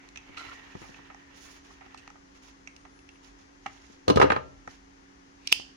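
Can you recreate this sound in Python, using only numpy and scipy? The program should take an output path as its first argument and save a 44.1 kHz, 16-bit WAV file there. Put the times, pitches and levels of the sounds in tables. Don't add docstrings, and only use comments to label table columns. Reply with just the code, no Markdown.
import sys
import numpy as np
from scipy import signal
from scipy.fft import rfft, irfft, next_fast_len
from scipy.io import wavfile

SR = 44100
rng = np.random.default_rng(int(sys.argv[2]) if len(sys.argv) > 2 else 0)


def to_wav(sig):
    pcm = np.clip(np.atleast_2d(sig), -1, 1) * 32767
    pcm = np.round(pcm).astype(np.int16)
    wavfile.write(sys.argv[1], SR, pcm.T)


N = 254412
TIME = np.arange(N) / SR
FREQS = np.maximum(np.fft.rfftfreq(N, 1 / SR), 1)
LOCK_S, CUTOFF_HZ = 5.5255, 16000

# (frequency [Hz], spectral level [dB])
AIR_SPECTRUM = [(25, -13.5), (48, 5.5), (110, -5.5), (220, -8.5), (290, -3.5), (440, -4), (620, -12),
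                (820, -7), (1800, -9.5), (3800, -20.5), (6400, -16.5), (8300, -35.5), (10000, -34),
                (12000, -50), (15500, -49)]
# (frequency [Hz], correlation [-1 to 1])
AIR_CORRELATION = [(60, 0.84), (270, 0.7), (420, -0.58), (800, -.5), (1400, -1), (1900, 0), (2500, -0.5),
                   (3300, -0.02), (6000, 0)]
# (frequency [Hz], rms wander [Hz], level [dB])
HUM_PARTIALS = [(45.9, 4.3, -71), (188.3, 5.37, -72.5), (275.4, 3.92, -61), (378, 9.8, -73)]

# (time [s], level [dB])
DRAG_LEVELS = [(0, -55), (.13, -63.5), (.45, -46.5), (.7, -55), (1.5, -60.5), (1.65, -72), (1.83, -60),
               (2.1, -59), (2.2, -87), (4.0, -74), (4.3, -100)]
# (start [s], duration [s], level [dB])
PALM_STROKES = [(0.359, 0.18, -58), (0.524, 0.33, -64.5), (0.782, 0.18, -60), (1.332, 0.24, -55),
                (1.633, 0.11, -59.5), (2.344, 0.025, -61), (2.414, 0.08, -58.5), (3.225, 0.057, -59),
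                (3.38, 0.036, -63.5), (3.607, 0.34, -62), (4.675, 0.077, -60)]
# (frequency [Hz], spectral level [dB])
RUB_SPECTRUM = [(150, -12.5), (370, -1), (600, -8.5), (850, 0.5), (1300, -2.5), (2700, -2), (3400, -7.5),
                (5000, -20.5), (8000, -37)]
HISS_SPECTRUM = [(1500, -6.5), (3000, -1.5), (4200, -3), (5500, 0.5), (6800, 0.5), (8300, -21.5),
                 (10000, -7), (11800, -24.5), (15500, -16.5)]
# (time [s], frequency [Hz])
GAP_PITCH = [(0, 2018), (.28, 2186), (.72, 1749), (1.0, 1846)]
# (time [s], level [dB], hardness [0 pad to 1 nail], slip time [s])
FINGER_TAPS = [(0.0888, -46, 1, 0.00096), (0.159, -36, 0.75, 0.0032), (0.173, -36.5, 0.75, 0.0046),
               (0.294, -53, .05, 0.0072), (0.3731, -35, 0.63, 0.0048), (0.469, -53.5, .03, 0.02),
               (0.752, -40.5, 0.14, 0.0032), (0.818, -48, 0.1, 0.004), (.834, -45, 0.5, 0.025),
               (0.893, -51.5, 0.03, .002), (0.944, -45, 0.59, 0.005), (0.989, -51.5, 0.2, 0.007),
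               (1.1, -43.5, 0.47, 0.011), (1.1457, -49.5, 0.38, 0.0012), (1.704, -50.5, 0.29, 0.013),
               (1.809, -44, 0.5, 0.026), (1.862, -51, 0.27, 0.0033), (1.9455, -47, 0.47, 0.0012),
               (1.975, -40.5, 0.89, 0.015), (2.0765, -43, 0.53, 0.0015), (2.102, -48, 0.41, 0.0013),
               (2.156, -53, 0.3, 0.006), (2.674, -38, 0.62, 0.0024), (2.764, -45, 1, 0.0019),
               (2.852, -45.5, 0.45, 0.0048), (2.99, -52, .9, .003), (3.09, -42.5, 0.81, 0.0025),
               (3.157, -55, 0.65, 0.0041), (3.66, -32, 0.36, 0.005), (3.664, -34.5, 0.6, 0.0023),
               (3.9, -55.5, .03, 0.0093), (4.675, -38, 0.26, 0.003), (5.597, -46.5, 0.2, 0.0013)]
# (frequency [Hz], bandwidth [Hz], gain [dB])
THUMP_MODES = [(98, 13, 7), (192, 125, 3.5), (346, 79, -1), (506, 31, -5)]
PANEL_MODES = [(790, 99, 5), (1000, 370, -10), (1243, 114, -1.5), (1854, 220, -4.5)]
FLAP_MODES = [(1880, 280, -2), (2170, 270, 6), (2520, 230, 3.5)]
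CORNER_MODES = [(2600, 250, 3.6), (2770, 230, 2.3)]
TICK_MODES = [(4470, 2200, -1.5), (5930, 440, 10), (14000, 3000, -27)]
EDGE_MODES = [(1360, 87, 13), (2010, 230, -4), (2630, 710, 1.5), (3950, 300, 1)]
# (start [s], duration [s], level [dB], treble limit [Hz])
EDGE_SCRAPES = [(0.369, 0.0051, -36.5, 4400), (0.377, 0.037, -44, 6750), (0.406, 0.008, -43, 2000),
                (0.422, 0.076, -51.5, 4500), (0.512, 0.021, -45.5, 1160)]

# (time [s], frequency [Hz], level [dB])
WHISTLE_PATH = [(2.56, 7240, -92), (2.64, 7540, -93), (2.69, 8600, -83), (2.755, 8900, -86),
                (2.795, 8600, -82), (2.88, 9400, -90), (2.945, 10450, -83), (2.99, 10100, -78),
                (3.095, 9800, -92), (3.155, 10280, -79), (3.191, 8700, -96), (3.31, 8340, -95),
                (3.37, 9100, -97), (3.46, 7700, -99), (3.66, 9000, -98)]

# (time [s], level [dB], hardness [0 full weight to 1 light clack], relative crackle [dB], boom [Hz])
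EDGE_BLOWS = [(4.0802, -19.5, 0.39, -6, 520), (4.092, -23, 0.31, -13, 456), (4.1, -13.5, 0.37, -11, 330),
              (4.159, -19.5, 0.034, -9.5, 400), (4.172, -15.5, 0.48, -15.5, 543),
              (4.199, -15, .58, -16, 480), (4.2146, -13, 0.93, -22, 480), (4.219, -18.5, .8, -10, 504),
              (4.227, -12, 0.57, -21, 470), (4.242, -19, 0.44, -27, 400), (4.302, -16.5, 0.95, -29, 423),
              (4.319, -18.5, 0.99, -17, 404), (4.328, -29.5, 0.54, -26, 393),
              (4.363, -23.5, 0.72, -27, 483)]
# (frequency [Hz], bandwidth [Hz], gain [dB])
TABLE_MODES = [(85.6, 16, -5), (129, 17, -3), (203, 45, -6)]
HOLLOW_MODES = [(299, 27, 5), (389, 43, 1), (430, 61, -3), (479, 31, 1.5), (516, 15, 4), (610, 47, -11.5)]
WALL_MODES = [(808, 140, 8.1), (1031, 34, 13.8), (1177, 38, 5.3), (1242, 50, 13.7), (1610, 52, 2.1)]
CLACK_MODES = [(460, 300, 1), (880, 200, 1), (1180, 330, -2), (1610, 174, 6.5), (1920, 400, -5.5),
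               (2590, 460, -7.5)]
RING_MODES = [(609, 5.5, 6), (890, 11, 3), (1346, 3.5, -3)]
CRACKLE_MODES = [(2880, 300, 10.5), (3660, 250, 1), (4060, 340, 10), (5100, 210, 3), (6020, 140, 6),
                 (10000, 640, -11), (14100, 2800, -15)]

# (time [s], level [dB])
DETENT_CLICKS = [(5.4733, -21), (5.4746, -24)]
# (frequency [Hz], bandwidth [Hz], gain [dB])
DETENT_MODES = [(2470, 500, -1), (3200, 490, 1), (4370, 220, 14.5), (5070, 230, -3.5), (5570, 300, 3),
                (10260, 500, -12.5)]
LOCK_MODES = [(255, 490, -5.5), (700, 540, -3.5), (3050, 71, 9), (3620, 170, 2), (4730, 870, 3.5),
              (5360, 220, -4), (8770, 12000, -5)]
# (frequency [Hz], spectral level [dB])
PIVOT_SPECTRUM = [(900, -31), (1300, -19), (1700, -6), (2400, 7.5), (3300, -1), (4600, -2.5), (6000, -5),
                  (9000, -19), (15000, -38)]
# (frequency [Hz], spectral level [dB])
BRIEF_HISS_SPECTRUM = [(500, -20), (1200, -13), (1900, -16), (3000, -4.5), (4200, 1), (5500, 2.5),
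                       (7000, -16), (9000, -19), (15000, -32)]

# (frequency [Hz], left minus right [dB])
AIR_BALANCE = [(60, -1.5), (110, -1.5), (200, 0), (380, -0.5), (700, 0), (1290, 9), (2380, 4), (4400, 4.5),
               (8120, -5.5), (15000, 5)]
BOX_BALANCE = [(100, 4.5), (400, 2), (800, -3), (1300, -0.5), (2400, -1), (4400, -13), (8000, -13.5),
               (15000, 0)]
KNIFE_BALANCE = [(500, -12), (2000, 10.5), (2750, -0.5), (3400, -3), (4700, -14), (7000, -13),
                 (9000, -18.5), (15000, 0)]
# (frequency [Hz], delay [ms])
LANDING_LAG = [(130, 0.084), (200, 0.92), (500, 0.88), (750, 0.52), (950, 0.56), (1300, 0.46), (1800, 0.41),
               (2800, 0.538), (6000, 0.73)]
# (frequency [Hz], time to fall 60 dB [s])
ROOM_T60 = [(100, 0.81), (500, 0.5), (1500, 0.12), (4000, 0.42), (9000, 0.2), (15000, 0.1)]
# (frequency [Hz], relative level [dB])
BOX_ECHO = [(80, -4), (300, -15.5), (1000, -3.5), (3000, 2), (6000, -10), (12000, 4.5)]
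KNIFE_ECHO = [(80, 2), (300, -23), (1000, 0.5), (2200, 0.5), (4500, 4.5), (9000, 0.5), (15000, 9.5)]


def from_db(db):
    return 10 ** (np.asarray(db) / 20)


def rms_one(x):
    return x / np.sqrt(np.mean(x ** 2) + 1e-20)


def at_hz(points, hz):
    table_hz, values = np.transpose(points)
    return np.interp(np.log(hz), np.log(table_hz), values)


def panned(left_db):
    gains = from_db(np.array([[.5], [-.5]]) * left_db)
    return gains / np.sqrt(np.mean(gains ** 2, axis=0))


def colour(x, spectrum):
    return rms_one(irfft(rfft(x) * from_db(at_hz(spectrum, FREQS)), N))


def drift(rate_hz):
    step = 8
    size = next_fast_len(N // step + 2, real=True)
    rolloff = 1 + (np.fft.rfftfreq(size, step / SR) / rate_hz) ** 2
    slow = irfft(rfft(rng.standard_normal(size)) / rolloff, size)
    return np.interp(np.arange(N) / step, np.arange(size), rms_one(slow))


def resonance(x, hz, width):
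    radius = np.exp(-np.pi * width / SR)
    feedback = [1, -2 * radius * np.cos(2 * np.pi * hz / SR), radius ** 2]
    return signal.lfilter(np.array([1, 0, -1]) * (1 - radius ** 2) / 2, feedback, x + 1e-18)


def softened(x, soft_hz):
    return signal.sosfilt(signal.butter(2, soft_hz, fs=SR, output="sos"), x + 1e-18)


def radiated(x, order, low_hz):
    return signal.sosfilt(signal.butter(order, low_hz, "high", fs=SR, output="sos"), x + 1e-18)


def room_air():
    mid, side = rfft(rng.standard_normal((2, N)))
    correlation = at_hz(AIR_CORRELATION, FREQS)
    pair = np.sqrt(1 + correlation) * mid + np.sqrt(1 - correlation) * side * [[1], [-1]]
    air = irfft(pair * panned(at_hz(AIR_BALANCE, FREQS)), N)
    return from_db(-57) * colour(air, AIR_SPECTRUM)


def appliance_hum():
    hum = 0
    for hz, wander_hz, db in HUM_PARTIALS:
        phase = 2 * np.pi * np.cumsum(hz + wander_hz * drift(14.04)) / SR
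        hum += from_db(db) * rms_one(np.cos(phase) * from_db(0.5 * drift(8.6)))
    return hum * panned(-5)


def friction(spectrum, grain_db, flutter_db):
    noise = rng.standard_normal(N)
    return colour(noise * from_db(grain_db * drift(500) + flutter_db * drift(27)), spectrum)


def sliding_skin():
    drag = from_db(np.interp(TIME, *np.transpose(DRAG_LEVELS)))
    brush = sum(from_db(db) * palm_stroke(start, length) for start, length, db in PALM_STROKES)
    rub = np.hypot(drag, from_db(-1.5) * brush) * friction(RUB_SPECTRUM, grain_db=2, flutter_db=3.5)
    hiss = friction(HISS_SPECTRUM, grain_db=1.5, flutter_db=2.5)
    dull = softened(softened(hiss, 9050)[::-1], 8900)[::-1]
    brightness = np.minimum(brush / from_db(-55), 1) ** 2
    stroke_hiss = brush * (dull + brightness * (hiss - dull))
    return from_db(-2) * rub + from_db(-5) * drag * palm_gap() + stroke_hiss


def palm_gap(width_hz=170):
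    pitch = np.interp(TIME, *np.transpose(GAP_PITCH))
    carrier = np.exp(2j * np.pi * np.cumsum(pitch) / SR)
    return rms_one(np.real((drift(width_hz) + 1j * drift(width_hz)) * carrier))


def contacts(times, levels_db, grit, crush_s):
    force, t = np.zeros(N + SR), TIME[:SR // 16]
    for start, db, decay_s in zip(times, levels_db, np.broadcast_to(crush_s, len(times))):
        slips = rng.standard_normal(len(t)) * rng.exponential(1, len(t)) * np.exp(-t / decay_s)
        slips *= grit / np.linalg.norm(slips)
        slips[0] = 1
        force[round(start * SR):][:len(t)] += from_db(db) * slips / np.hypot(1, grit)
    return force[:N]


def struck(times, levels_db, modes, grit, crush_s, spread_db, soft_hz, centre_hz=None):
    ringing = 0
    for hz, width, db in modes:
        spot_db = 0 if centre_hz is None else -16.5 * np.log2(hz / centre_hz) ** 2
        mode_db = levels_db + spot_db + spread_db * rng.standard_normal(len(times))
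        ringing += from_db(db) * resonance(contacts(times, mode_db, grit, crush_s), hz, width)
    energy = sum(from_db(2 * db) * np.pi * width / SR for _, width, db in modes)
    return softened(ringing, soft_hz) * np.sqrt(SR / 100 / energy)


def shares_db(hardness, best_hardness, focus_db, leak_db):
    mismatch = hardness - np.array(best_hardness)[:, None]
    gains = from_db(-focus_db * mismatch ** 2) + from_db(leak_db)
    return 20 * np.log10(gains / np.linalg.norm(gains, axis=0))


def finger_taps(pad_crush_s=0.0077, snap_s=0.0017):
    times, db, hardness, slip_s = np.transpose(FINGER_TAPS)
    shares = shares_db(hardness, [0.02, 0.34, 0.61, 0.78, 0.97], focus_db=219, leak_db=-22)
    thump_db, panel_db, flap_db, corner_db, tick_db = db + shares
    tick_db = np.maximum(tick_db, db - 20 * np.log10(1 + (slip_s / snap_s) ** 2))
    thump = struck(times, thump_db, THUMP_MODES, grit=1.4, crush_s=slip_s + pad_crush_s,
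                   spread_db=1, soft_hz=1080)
    panel = struck(times, panel_db, PANEL_MODES, grit=15, crush_s=slip_s, spread_db=0, soft_hz=2050)
    flap = struck(times, flap_db, FLAP_MODES, grit=4.8, crush_s=slip_s, spread_db=-2, soft_hz=3620)
    corner = struck(times, corner_db, CORNER_MODES, grit=5.6, crush_s=slip_s, spread_db=1, soft_hz=4230)
    tick = struck(times, tick_db, TICK_MODES, grit=9.5, crush_s=slip_s, spread_db=5, soft_hz=7440)
    return (from_db(6) * thump + from_db(4.5) * panel
            + from_db(-3.5) * (flap + corner) + from_db(-7) * tick)


def palm_stroke(start_s, length_s, swell_share=0.16, release_s=0.025):
    age = np.maximum(TIME - start_s, 0)
    swell = np.minimum(age / (swell_share * length_s), 1)
    return swell * np.exp(-np.clip(age - length_s, 0, 1) / release_s)


def scraping_edge(jerks_per_s=900, jerk_spread_db=2.5, attack_s=0.0011, release_s=0.0041):
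    scrapes, t = 0, TIME[:SR // 8]
    for start, length, db, soft_hz in EDGE_SCRAPES:
        jerks = (rng.random(len(t)) < jerks_per_s / SR) * rng.choice([-1, 1], len(t))
        jerks = jerks * from_db(jerk_spread_db * rng.standard_normal(len(t)))
        ring = sum(from_db(level) * resonance(jerks, hz, width) for hz, width, level in EDGE_MODES)
        envelope = np.minimum(t / attack_s, 1) * np.exp(-np.maximum(t - length, 0) / release_s)
        scrape = from_db(db) * envelope * rms_one(softened(ring, soft_hz))
        scrapes += np.pad(scrape, (round(start * SR), N))[:N]
    return scrapes


def whistle():
    times, hz, db = np.transpose(WHISTLE_PATH)
    pitch = np.interp(TIME, times, hz) + 35 * drift(17.7)
    envelope = from_db(np.interp(TIME, times, db)) * (TIME > times[0]) * (TIME < times[-1])
    return envelope * rms_one(np.sin(2 * np.pi * np.cumsum(pitch) / SR))


def box_landing():
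    times, db, hardness, crackle_db, boom_hz = np.transpose(EDGE_BLOWS)
    shares = shares_db(hardness, [0.029, 0.38, 0.68, 1], focus_db=85, leak_db=-20)
    table_db, hollow_db, wall_db, clack_db = db + shares
    table = struck(times, table_db, TABLE_MODES, grit=0.71, crush_s=0.015, spread_db=4.5, soft_hz=406)
    hollow = struck(times, hollow_db, HOLLOW_MODES, grit=1, crush_s=0.013,
                    spread_db=1.5, soft_hz=1080, centre_hz=boom_hz)
    wall = struck(times, wall_db, WALL_MODES, grit=14, crush_s=0.0049, spread_db=0.5, soft_hz=2780)
    clack = struck(times, clack_db, CLACK_MODES, grit=10, crush_s=0.0053, spread_db=1, soft_hz=2900)
    ring = struck(times, db, RING_MODES, grit=1, crush_s=0.0045, spread_db=5.5, soft_hz=3970)
    crackle = struck(times, db + crackle_db, CRACKLE_MODES, grit=4.7, crush_s=0.0078,
                     spread_db=2, soft_hz=9200)
    landing = (from_db(2) * table + from_db(5) * hollow + from_db(1.5) * (wall + clack)
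               + from_db(-16) * ring + from_db(-2) * crackle)
    return radiated(landing, order=3, low_hz=72)


def blade_swing(rise_db_per_s=274, stop_s=0.0016, hiss_s=0.0078):
    to_lock = LOCK_S - TIME
    rise = from_db(-38.5 - rise_db_per_s * np.clip(to_lock, 0, 1))
    stop = np.exp(np.minimum(to_lock, 0) / stop_s)
    pivot = rise * stop * friction(PIVOT_SPECTRUM, grain_db=-2, flutter_db=-1)
    hiss_gain = from_db(-24) * np.exp(-(to_lock / hiss_s) ** 4) * (to_lock > 0)
    return pivot + hiss_gain * colour(rng.standard_normal(N), BRIEF_HISS_SPECTRUM)


def blade_detent():
    times, db = np.transpose(DETENT_CLICKS)
    chatter = struck(times, db, DETENT_MODES, grit=1, crush_s=0.0024, spread_db=4.5, soft_hz=9670)
    return from_db(-9.5) * radiated(chatter, order=2, low_hz=1710)


def blade_lock(handle_hz=2830, swell_s=0.00046):
    click = struck([LOCK_S], np.array([-13.5]), LOCK_MODES, grit=0.3, crush_s=0.0035,
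                   spread_db=-0.5, soft_hz=10900)
    age = np.clip(TIME - LOCK_S, 0, 1)
    envelope = age / swell_s * np.exp(1 - age / swell_s)
    handle = envelope * np.sin(2 * np.pi * handle_hz * age)
    return softened(click, 12000) + from_db(1.5) * handle


def two_faces(source, own_db):
    own = from_db(own_db)
    return (source() + own * np.array([source(), source()])) / np.hypot(1, own)


def from_the_right(x, balance, lag_ms):
    delay = np.exp(-2j * np.pi * FREQS * lag_ms / 1000 * np.array([[1], [0]]))
    return irfft(rfft(x) * panned(at_hz(balance, FREQS)) * delay, N)


def room(x, echo, wet_db, build_s):
    t, edges = TIME[:SR // 2], 50 * 2 ** np.arange(9.)
    tail = 0
    for low, high in zip(edges, [*edges[1:], CUTOFF_HZ]):
        bandpass = signal.butter(2, [low, high], "band", fs=SR, output="sos")
        band = signal.sosfilt(bandpass, rng.standard_normal((2, len(t))))
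        hz = np.sqrt(low * high)
        tail += band * from_db(at_hz(echo, hz) - 60 * t / at_hz(ROOM_T60, hz))
    tail = rms_one(tail * (1 - np.exp(-t / build_s))) / np.sqrt(len(t))
    return from_db(wet_db) * signal.fftconvolve(x[None], tail, axes=1)[:, :N]


def scene():
    handling = (two_faces(sliding_skin, own_db=10.5)
                + two_faces(scraping_edge, own_db=-1.5)
                + two_faces(finger_taps, own_db=3.5) * from_db(-3))
    landing = two_faces(box_landing, own_db=-1.5) * from_db(-1)
    knife = blade_swing() + blade_detent() + blade_lock()
    direct = (from_the_right(handling, BOX_BALANCE, lag_ms=0.75) * panned(-1.37)
              + from_the_right(landing, BOX_BALANCE, lag_ms=at_hz(LANDING_LAG, FREQS))
              + from_the_right(knife, KNIFE_BALANCE, lag_ms=0.78))
    box_room = room((handling + landing)[1], BOX_ECHO, wet_db=-11, build_s=0.0007)
    knife_room = room(knife, KNIFE_ECHO, wet_db=-19.5, build_s=0.012) * panned(-5)
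    return direct + box_room + knife_room + room_air() + appliance_hum() + whistle()


def record(dry):
    saturated = 1.05 * np.tanh(dry / 1.05)
    lowpass = signal.firwin(201, CUTOFF_HZ, fs=SR)
    return signal.fftconvolve(saturated, lowpass[None], mode="same", axes=1)


dry = scene()
out = record(dry)
to_wav(out)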